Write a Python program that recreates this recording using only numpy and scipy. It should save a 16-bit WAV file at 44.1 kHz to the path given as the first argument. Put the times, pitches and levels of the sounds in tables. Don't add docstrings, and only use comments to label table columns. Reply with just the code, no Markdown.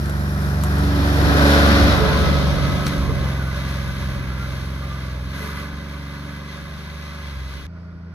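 import sys
import numpy as np
from scipy import signal
from scipy.fft import rfft, irfft, next_fast_len
from scipy.io import wavfile
from scipy.ndimage import uniform_filter1d

SR = 44100
rng = np.random.default_rng(int(sys.argv[2]) if len(sys.argv) > 2 else 0)


def materialize(psi):
    bounded = np.clip(np.atleast_2d(psi).T, -1, 1)
    quanta = np.round(bounded * 32767).astype(np.int16)
    wavfile.write(sys.argv[1], SR, quanta)


N = 358974
TIME = np.arange(N) / SR
SIZE = next_fast_len(N)
FREQ = np.arange(SIZE // 2 + 1) * SR / SIZE
FIELD_FROM_S = 7.667
UNDER_TREES = TIME < FIELD_FROM_S
USUAL_REVS_HZ, FIELD_REVS_HZ = 23.5, 28.15

TRACKED_ORDERS = [3, 4, 6, 7, 8, 9, 12, 18, 24]
BAND_EDGES_HZ = [45, 300, 900, 2500, 8000, 20000]
# frequency in Hz, lead in radians.
NEAR_LEAD = [(60, .15), (350, .2), (570, .6), (800, 1.5), (1100, 1.6), (1400, 2.2), (2100, 3.2), (2800, 3),
             (6800, -1), (8200, -3.14), (9500, -4.4), (11000, -6.28), (12800, -6.28), (14700, -9.4)]
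FAR_LEAD = [(60, -.1), (400, -.2), (590, -.9), (780, .9), (1100, -.1), (1350, -.8), (1750, -1.2),
            (1880, -4.9), (2150, -4.7), (2700, -3.5), (3400, -1), (4100, -1), (4900, -2.8), (5500, -3.2),
            (6000, -6.9), (6600, -7.5), (7800, -9.42), (9500, -10.7), (11000, -12.57), (12800, -12.57),
            (14700, -15.7)]
# frequency in Hz, likeness 0-1.
FAR_ALIKE = [(30, .8), (70, .35), (200, .6), (350, .85), (750, .6), (1100, .92), (1600, .88), (2500, .65),
             (3200, .45), (3900, .75), (5900, .35), (7500, .97), (8300, .99), (9500, .6), (11000, .99),
             (12800, .99), (13800, .55), (14800, .98)]
# frequency in Hz, balance in dB.
NEAR_BALANCE = [(60, -1.5), (200, -.5), (280, -2), (570, -4), (800, 0.5), (1400, 4), (2100, -5),
                (4000, 7.5), (7500, 1.5), (14000, -1.5)]
FAR_BALANCE = [(60, -0.4), (300, -0.5), (570, -8), (800, -2), (1600, -0.5), (2070, -6), (2800, 2.5),
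               (4000, 6), (6000, 0), (7500, 5.5), (14000, -3)]


def undb(db):
    return 10 ** (np.asarray(db) / 20)


def along(table):
    s, *columns = np.transpose(table)
    return [np.interp(TIME, s, column) for column in columns]


def across(table):
    hz, value = np.transpose(table)
    return np.interp(np.log(FREQ + 1), np.log(hz + 1), value)


def walk(rate):
    hold = int(SR / rate)
    steps = np.repeat(rng.standard_normal(N // hold + 1), hold)
    return 1.296 * uniform_filter1d(uniform_filter1d(steps, hold), hold)[:N]


def resonance(offset_hz, width_hz):
    return 1 / (1 + (2 * offset_hz / width_hz) ** 2)


def ports(shared, scattered, lead, alike, balance):
    like = np.clip(across(alike), 0, 1)
    side = np.array([[1], [-1]])
    mixed = np.sqrt((1 + like) / 2) * shared + side * np.sqrt((1 - like) / 2) * scattered
    return mixed * np.exp(.5j * side * across(lead)) * undb(side * across(balance) / 2)


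def direct(sound, lead, balance):
    return irfft(ports(rfft(sound, SIZE), 0, lead, [(60, 1)], balance), SIZE)[:, :N]


def pass_levels(pattern, field_db, rate):
    passes_s, speed_m_s, kerb_m = 1.6, 2.5, 1.5
    bearings_deg = [-65, -50, -30, -10, 15, 35, 55, 75]
    gone_m = speed_m_s * (TIME - passes_s)
    bearing = np.degrees(np.arctan2(gone_m, kerb_m))
    doublings = np.log2(np.hypot(gone_m, kerb_m) / kerb_m)
    out = []
    for (fade_db, revs_db, kerb_db), steady_db in zip(pattern, field_db):
        passing_db = np.interp(bearing, bearings_deg, kerb_db) - fade_db * doublings
        passing_db += revs_db * (rate - USUAL_REVS_HZ)
        out.append(np.where(UNDER_TREES, passing_db, steady_db))
    return out


def order_levels(rate, low_db, sixth_db, middle_db):
    # dB lost per doubling of distance, dB gained per extra cycle a second,
    # list of dB at the kerb on each bearing.
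    order_pattern = [(4.5, -0.6, [-17.5, -17, -17, -15, -15, -17, -22.5, -20]),
                     (7, -2.5, [-20, -19.5, -25, -42, -21, -32, -31, -25]),
                     (8, -0.46, [-15.5, -20.5, -23, -21.5, -28.5, -23, -18.5, -14.5]),
                     (8, 5.5, [-29.5, -28.5, -25, -33, -32, -28, -26, -21]),
                     (12, 1, [-16.5, -20, -39, -26.5, -26, -25, -19.5, -13]),
                     (8.5, 0, [-24.5, -36, -40, -24.5, -24, -43, -36, -20.5]),
                     (8.5, 1.5, [-46, -29, -30.5, -23, -29.5, -31.5, -41.5, -33]),
                     (8.5, 0.5, [-41, -39.5, -40, -29.5, -40, -26.5, -48, -40.5]),
                     (8.5, -0.4, [-43, -48, -39.5, -35, -37, -37.5, -33.5, -40.5])]
    field_engine_db = [-37, -51, -40.5, -47, -70, -56.5, -61, -74, -67]
    # time in seconds, dB of order 12, dB of orders from 18 up.
    upper_waver = [(1.0, -1, -2.5), (1.55, -3, 1.5), (1.9, 3.5, -1.5), (2.08, -13, -4.5), (2.5, 1.2, -5),
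                   (3.5, 1.8, -0.5), (4.1, -2, -4), (4.7, 0.2, 0), (5.42, 0, -1.5), (5.6, -2, 2),
                   (6.3, 3, -3), (6.65, -3, 0.5), (7.15, -2, 3.5), (7.6, -1.5, 2.5)]
    twelfth_db, high_db = np.array(along(upper_waver)) * UNDER_TREES
    out = []
    for k, db in zip(TRACKED_ORDERS, pass_levels(order_pattern, field_engine_db, rate)):
        waver_db = low_db if k <= 4 else sixth_db if k == 6 else middle_db
        out.append(db + waver_db + (k == 12) * twelfth_db + (k >= 18) * high_db)
    return out


def band_levels(rate, ground_db, roar_db, hiss_db):
    # dB lost per doubling of distance, dB gained per extra cycle a second,
    # list of dB at the kerb on each bearing.
    noise_pattern = [(6.17, -0.89, [-30, -27.5, -24, -30, -23, -18, -24, -18]),
                     (6.8, 0.028, [-32.5, -28, -24.5, -24.5, -23.5, -25.5, -24.5, -31.5]),
                     (5.9, 0.94, [-34, -32, -31.5, -27, -27.5, -30, -33, -30]),
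                     (3.85, 0.19, [-54.5, -41.5, -37.5, -30.5, -30, -32.5, -33.5, -37.5]),
                     (6.83, 0.69, [-38.5, -40, -40.5, -37, -40, -45, -47, -43.5])]
    field_noise_db = [-52, -53.5, -59, -67.5, -84]
    # start in seconds, end in seconds,
    # rise in dB of roar and hiss, rise in dB of clatter, rise in dB of leaf rustle.
    swells = [(5.334, 5.65, 3.5, 5.8, 9), (7.477, 7.596, 3.5, 1.8, 3.3)]
    rumble_db, *upper_db = pass_levels(noise_pattern, field_noise_db, rate)
    rise_db = np.zeros((3, N))
    for start, end, *db in swells:
        swell = np.interp(TIME, [start - .03, start + .042, end - .05, end + .05], [0, 1, 1, 0])
        rise_db += np.outer(db, swell * (1 + .11 * walk(25)))
    swell_db, clatter_db, rustle_db = rise_db
    rises = [swell_db + roar_db, clatter_db + roar_db, swell_db + hiss_db, rustle_db + hiss_db]
    return [rumble_db + ground_db] + [db + rise for db, rise in zip(upper_db, rises)]


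def engine(cycle, rate, order_db, behind):
    weak_orders = [2, 5, 10, 11, 13, 14, 15, 16, 17, 19, 20, 21, 22, 23, 25, 26, 27, 28, 30, 31, 33, 36, 42,
                   45, 48, 50, 54, 60, 63]
    weak_db = [-16, -11, -10.5, -13, -15.5, -12.5, -13.5, -16.5, -16, -8, -3.5, -7, -3, 1.5, -1.5, -0.5, -4,
               1, -6, -3, -7, -7, -11, -13, -18, -18, 1, -2.5, -6]
    # centre in Hz, width in Hz,
    # change in dB beside the vehicle, change in dB behind it, below 0 for a dip.
    exhaust_rings = [(277.3, 17.7, 13, 15), (355, 50, 6.5, 0.5), (383, 28, -4.5, 9.5), (559.5, 24, 2.5, 9),
                     (588, 26, 4, -2)]
    turn = 2.3 - 2.5 * np.clip(3 * behind, 0, 1)
    mean_db = np.mean(order_db, axis=0)
    high_db = order_db[-1] - 8 * ~UNDER_TREES
    parts = list(zip(TRACKED_ORDERS, order_db))
    parts += [(k, (mean_db if k < 19 else high_db) + db) for k, db in zip(weak_orders, weak_db)]
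    out = np.zeros(N)
    for k, db in parts:
        shake = .05 * np.sqrt(k) * walk(6)
        waver_db = np.sqrt(k) * (.35 * walk(10) + (.2 if k in TRACKED_ORDERS else .6) * walk(4))
        offset = turn if k % 3 == 0 and k <= 12 else rng.uniform(0, 2 * np.pi)
        ring_db = np.zeros(N)
        for hz, width, near_db, far_db in exhaust_rings:
            if abs(k * USUAL_REVS_HZ - hz) < 120:
                ring_db += (near_db + behind * (far_db - near_db)) * resonance(k * rate - hz, width)
        level_db = db + UNDER_TREES * ring_db + waver_db
        out += np.sqrt(2) * undb(level_db) * np.cos(k * cycle + offset + shake)
    return out


def noises(cycle, band_db, colour, rings, lead, alike, balance):
    gate_depth = [0.021, 0.026, 0.082, 0.1, 0.11]
    flicker_db = [1.3, .8, .9, .9, .7]
    throb = np.cos(3 * cycle) + .5 * np.cos(cycle)
    colour_db = across(colour) + sum(db * resonance(FREQ - hz, width) for hz, width, db in rings)
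    pair = ports(*rfft(rng.standard_normal((2, SIZE))), lead, alike, balance) * undb(colour_db)
    out, gust = np.zeros((2, N)), walk(8)
    for k, db in enumerate(band_db):
        lo, hi = BAND_EDGES_HZ[k:k + 2]
        mask = np.sqrt(1 / (1 + (lo / (FREQ + 1)) ** 8) / (1 + (FREQ / hi) ** 8))
        band = irfft(pair * mask, SIZE)[:, :N]
        band /= np.std(band.mean(axis=0))
        flicker = flicker_db[k] * (walk(20 if k else 7) + .5 * gust)
        out += band * undb(db + flicker) * (1 + gate_depth[k] * throb)
    return out


def woodland_noise(cycle, band_db, behind):
    # frequency in Hz, density in dB per Hz.
    near_colour = [(60, 23.0), (200, 13.5), (350, 2.0), (550, -5.0), (800, -7.5), (1200, -8.0),
                   (1600, -5.0), (1900, -9.0), (2200, -18.0), (2800, -16.0), (3800, -15.5), (5200, -22.0),
                   (7000, -36.5), (9000, -38.5), (12000, -40.5), (14500, -45.0)]
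    far_colour = [(60, 15.8), (200, 5.0), (350, -5.5), (550, -6.5), (800, -9.5), (1200, 0.0), (1600, -1.5),
                  (1900, -2.5), (2200, -4.5), (2800, -7.0), (3800, -11.0), (5200, -16.5), (7000, -30.5),
                  (9000, -21.5), (12000, -21.5), (14500, -24.5)]
    # centre in Hz, width in Hz, rise in dB, below 0 for a dip.
    near_rings = [(603, 35, 8.5), (732, 37, 7), (1314, 70, 3.5), (1440, 100, 2), (2430, 140, 5),
                  (2780, 370, -2.5), (4100, 1100, 1), (5500, 270, 4.5)]
    far_rings = [(573, 60, 10.5), (1020, 400, 5.5), (1200, 30, 2.5), (1500, 76, 6), (1650, 125, 7),
                 (1350, 80, -0.5), (1850, 84, -4), (2019, 59, 8), (2880, 370, -3.5), (3870, 300, 2.5),
                 (4320, 72, 4.5), (6430, 1630, 9)]
    # frequency in Hz, likeness 0-1.
    near_alike = [(30, .7), (70, .25), (200, .5), (350, .85), (600, .75), (800, .9), (1400, .6), (2200, .4),
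                  (6500, .1), (7700, .85), (8300, .97), (9100, .5), (11000, .99), (12800, .99),
                  (13800, .55), (14800, .97)]
    near = noises(cycle, band_db, near_colour, near_rings, NEAR_LEAD, near_alike, NEAR_BALANCE)
    far = noises(cycle, band_db, far_colour, far_rings, FAR_LEAD, FAR_ALIKE, FAR_BALANCE)
    return np.sqrt(1 - behind) * near + np.sqrt(behind) * far


def streaks(band_db):
    count, length_s, low_hz, high_hz, streak_db = 500, .07, 330, 4500, -7.5
    out = np.zeros(N)
    for when, pitch, size, long in rng.uniform(size=(count, 4)):
        hz = low_hz * (high_hz / low_hz) ** pitch
        n = int(length_s * (.5 + long) * SR)
        i = int(when * (FIELD_FROM_S * SR - n))
        db = band_db[np.searchsorted(BAND_EDGES_HZ, hz) - 1][i] + streak_db + 10 * (size - .5)
        t = TIME[:n]
        glide = 1 + .1 * (long - .5) * t
        out[i:i + n] += undb(db) * np.hanning(n) * np.sin(2 * np.pi * hz * t * glide)
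    return out


def rasps():
    # time in seconds, centre in Hz, level in dB.
    rasp_tables = [
        [(1.25, 1600, -55), (1.42, 1538, -22), (1.6, 1440, -30), (1.75, 1375, -29), (1.95, 1318, -32),
         (2.15, 1305, -52)],
        [(1.4, 1150, -59.5), (1.5, 1200, -38), (1.6, 1168, -39.5), (1.7, 1195, -24), (1.85, 1200, -50)],
        [(1.2, 1650, -56), (1.36, 1730, -36), (1.55, 1650, -28), (1.76, 1756, -41), (1.95, 1720, -45)],
        [(1.8, 1071, -51), (2.2, 1020, -32), (2.5, 1030, -57)],
    ]
    width_hz = 80
    out = np.zeros(N)
    for table in rasp_tables:
        hz, db = along(table)
        turn = 2 * np.pi * np.cumsum(hz) / SR
        heard = (TIME > table[0][0]) & (TIME < table[-1][0])
        out += heard * undb(db) * (walk(width_hz) * np.cos(turn) + walk(width_hz) * np.sin(turn))
    return out


def bumps():
    # start in seconds, level in dB before the decay,
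    # pitch in Hz, ring t60 in seconds.
    knocked = [(1.82, -5, 61.5, 0.15), (2, -18, 56, 0.48), (1.999, -21.5, 430.5, 0.98),
               (2.972, -16, 59, 0.3), (3.09, -16.5, 444, 0.076), (4.04, -15, 74, 0.15),
               (4.085, -13, 80, .1), (5.399, -37.5, 431, 0.9)]
    out = np.zeros(N)
    for s, db, hz, t60 in knocked:
        t = np.clip(TIME - s, 0, None)
        out += undb(db) * (1 - np.exp(-t / 0.007)) * 1000 ** (-t / t60) * np.sin(2 * np.pi * hz * t)
    return out


def whine():
    # time in seconds, pitch in Hz, mean level in dB.
    gear_tone = [(1.3, 1300, -50), (1.95, 1305, -41), (2.1, 1292, -33), (2.3, 1288, -33), (2.5, 1290, -40),
                 (3.1, 1285, -45)]
    hz, db = along(gear_tone)
    fade = np.interp(TIME, [1.2, 1.4, 3.0, 3.2], [0, 1, 1, 0])
    level = np.sqrt(2) * fade * undb(db + 3.5 * walk(15))
    return level * np.sin(2 * np.pi * np.cumsum(hz) / SR + .7 * walk(25))


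def strands(clatter_db, behind):
    # pitch in Hz, wander in Hz, level in dB re the clatter.
    panels = [(385, 25, -17), (1060, 50, -13), (1185, 50, -14), (1490, 40, -14), (1640, 50, -12),
              (2050, 60, -13)]
    out = np.zeros(N)
    for hz, wander, db in panels:
        turn = 2 * np.pi * hz * np.cumsum(1 + .015 * walk(2)) / SR
        ring = walk(wander) * np.cos(turn) + walk(wander) * np.sin(turn)
        out += ring * undb(db + 3 * walk(6))
    return out * undb(clatter_db) * np.sqrt(behind) * UNDER_TREES


def flares():
    # middle in seconds, half length in seconds, pitch in Hz, level in dB.
    sung = [(3.1, .1, 1077, -42.5), (3.417, 0.11, 1487, -38.5), (3.86, 0.12, 1507, -44.5),
            (4.38, 0.11, 1382, -45), (4.893, 0.06, 1200, -41)]
    width_hz = 43
    out = np.zeros(N)
    waver = undb(5.9 * walk(width_hz)) * np.exp(1j * walk(width_hz))
    for s, half, hz, db in sung:
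        swell = undb(db) * np.exp(-((TIME - s) / half) ** 4)
        out += swell * np.real(waver * np.exp(2j * np.pi * hz * TIME))
    return out


def twigs():
    # start in seconds, crack level in dB, tail t60 in seconds, treble in dB re the crack,
    # knock of the wood in Hz, knock level in dB (its amplitude is doubled below).
    snapped = [(0.059, -30, 0.058, 2, 1200, -43), (0.0964, -32, .08, 6, 615, -19),
               (0.6368, -23.5, 0.11, 9, 1020, -12), (0.7844, -31, 0.075, 6, 1410, -28),
               (2.863, -32, 0.04, 9, 1120, -36), (2.8672, -14.5, 0.11, -9, 1430, -11),
               (2.879, -33, .04, 8, 1500, -36), (2.8844, -30, 0.03, 1.5, 1280, -33)]
    crack_t60_s, tail_db, knock_t60_s = .005, -11, .008
    shape, knocks = np.zeros((2, N)), np.zeros(N)
    for s, db, t60, treble_db, hz, knock_db in snapped:
        at = slice(int(s * SR), int((s + .3) * SR))
        t = np.clip(TIME[at] - s, 0, None)
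        tail = undb(tail_db + 3 * walk(300)[at]) * 1000 ** (-t / max(t60, .005))
        shape[:, at] += undb([[db], [db + treble_db]]) * (1000 ** (-t / crack_t60_s) + tail)
        knock = (1 - np.exp(-(t / .0014) ** 2)) * 1000 ** (-t / knock_t60_s)
        knocks[at] += 2 * undb(knock_db) * knock * np.sin(2 * np.pi * hz * t)
    body = undb(across([(200, 15), (1400, -1.0), (3500, 2.5), (6500, -4.0), (9000, -32)]))
    top = undb(across([(5000, -29), (7500, 1.5), (12000, -8.0)]))
    spectrum = 0
    for part, colour in zip(shape, (body, top)):
        spectrum = spectrum + rfft(part * rng.standard_normal((2, N)), SIZE) * colour
    lead = [(60, 0), (6000, 0), (8100, -3.14), (11000, -6.28)]
    alike = [(60, .9), (14000, .9)]
    return irfft(ports(*spectrum, lead, alike, FAR_BALANCE), SIZE)[:, :N] + knocks


def field_noise(cycle, band_db):
    # frequency in Hz, density in dB per Hz.
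    field_colour = [(60, 14), (200, 2.2), (350, -6.5), (550, -12.5), (800, -17.0), (1200, -7.0),
                    (1600, -8.0), (1900, -11.0), (2200, -11.0), (2800, -18.0), (3800, -21.5), (5200, -18.0),
                    (7000, -36.0), (9000, -38.0), (12000, -43.0), (14500, -52.1)]
    # centre in Hz, width in Hz, rise in dB.
    field_rings = [(627, 51, 11), (1440, 110, 11.6), (1920, 49, 5), (4570, 180, 5.5)]
    return noises(cycle, band_db, field_colour, field_rings, FAR_LEAD, FAR_ALIKE, FAR_BALANCE)


def scene():
    # time in seconds, engine cycles a second.
    revs = [(0.0, 23.8), (0.7, 23.87), (1.45, 23.85), (1.6, 24.0), (1.95, 24.15), (2.2, 23.8), (2.5, 23.5),
            (2.74, 23.6), (2.82, 23.8), (2.98, 23.4), (3.08, 22.7), (3.28, 22.1), (3.5, 21.95),
            (3.64, 22.25), (4.08, 22.0), (4.28, 21.4), (4.39, 21.3), (4.63, 22.0), (4.81, 22.3),
            (4.97, 22.0), (5.08, 21.1), (5.22, 20.8), (5.31, 22.0), (5.4, 23.8), (5.45, 24.1), (5.57, 23.6),
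            (5.93, 23.65), (6.1, 23.5), (6.69, 24.2), (7.08, 24.55), (7.2, 24.45), (7.3, 23.7),
            (7.37, 21.85), (7.49, 21.7), (7.57, 23.2), (7.66, 23.5)]
    # time in seconds, share of sound from behind it 0-1.
    behind_share = [(0, 0), (1.75, 0.15), (2.9, 0.99), (8.14, 1)]
    # time in seconds, dB of orders 3 and 4,
    # dB of order 6, dB of higher orders, dB of rumble, dB of roar and clatter, dB of hiss and rustle.
    wavering = [(0.85, .1, .1, .1, -1, 0.5, -0.76), (1.12, -0.2, .1, -1, -2, -1.5, -0.75),
                (1.3, 1.2, .1, .1, 1.5, 1, .1), (1.7, 0.5, 0.1, 0.1, 0, 0, -0.4),
                (1.88, -0.5, 0.1, 0.1, -2, -0.3, 0.1), (1.96, -2, 0.1, 0.1, 1, -1, -0.55),
                (2.1, 0.5, 0.1, 0.1, -3, 1.1, 0.45), (2.24, 4.5, 0.1, 0.1, 3.5, -0.8, 0.83),
                (2.7, 2.5, 0.1, 0.1, 4.5, -1.5, -0.23), (2.9, -2, -1.5, 0.1, 0, -0.5, 1.5),
                (3.1, 2.5, 0.1, 0.1, 4, -0.4, -1.3), (3.5, 1, -0.2, -0.3, -11, -0.23, 0.68),
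                (3.9, 0.5, 0.6, -0.6, -7, 0.7, 1.9), (4.2, -0.5, 0.1, 0.6, -2.5, 2.3, 0.32),
                (4.6, 1.8, 1.1, 1.1, -9.5, 0.2, 1.1), (5.0, -0.5, 1.3, 1.5, -11, 1, 0.07),
                (5.3, 1.5, 1.5, 2.1, -10, -0.9, -0.39), (5.65, 0, -1.5, 2.1, -9, -0.55, -1.6),
                (6.3, -3.5, 1.5, 1.8, -13, 1.9, -0.15), (6.8, -2.5, 0.7, 0.7, -7, 1.3, 1.2),
                (7.25, 1, -1.5, -1.5, -12, 2, 1.5), (7.45, 4, 1.5, 0.1, -10, 1, 0.91),
                (7.66, -3, -2.1, -2.1, 1, -1.5, 0.93)]
    rate = np.where(UNDER_TREES, along(revs)[0], FIELD_REVS_HZ)
    cycle = 2 * np.pi * np.cumsum(rate) / SR
    behind = np.clip(along(behind_share)[0], 0, 1)
    past = np.clip(3 * behind, 0, 1)
    waver_db = np.array(along(wavering)) * UNDER_TREES
    order_db = order_levels(rate, *waver_db[:3])
    band_db = band_levels(rate, *waver_db[3:])
    body = engine(cycle, rate, order_db, behind) + bumps() + streaks(band_db)
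    beside_tones = (1 - past) * body + rasps()
    behind_tones = past * body + whine() + flares() + strands(band_db[2], behind)
    tones = direct(beside_tones, NEAR_LEAD, NEAR_BALANCE) + direct(behind_tones, FAR_LEAD, FAR_BALANCE)
    wood = woodland_noise(cycle, band_db, behind)
    return tones + np.where(UNDER_TREES, wood, field_noise(cycle, band_db)) + twigs()


def record(dry):
    dry = signal.sosfilt(signal.butter(2, 35, "high", fs=SR, output="sos"), dry)
    rounded = np.tanh(.9 * dry) / .9
    return signal.sosfilt(signal.ellip(8, .2, 70, 14600, fs=SR, output="sos"), rounded)


dry = scene()
out = record(dry)
materialize(out)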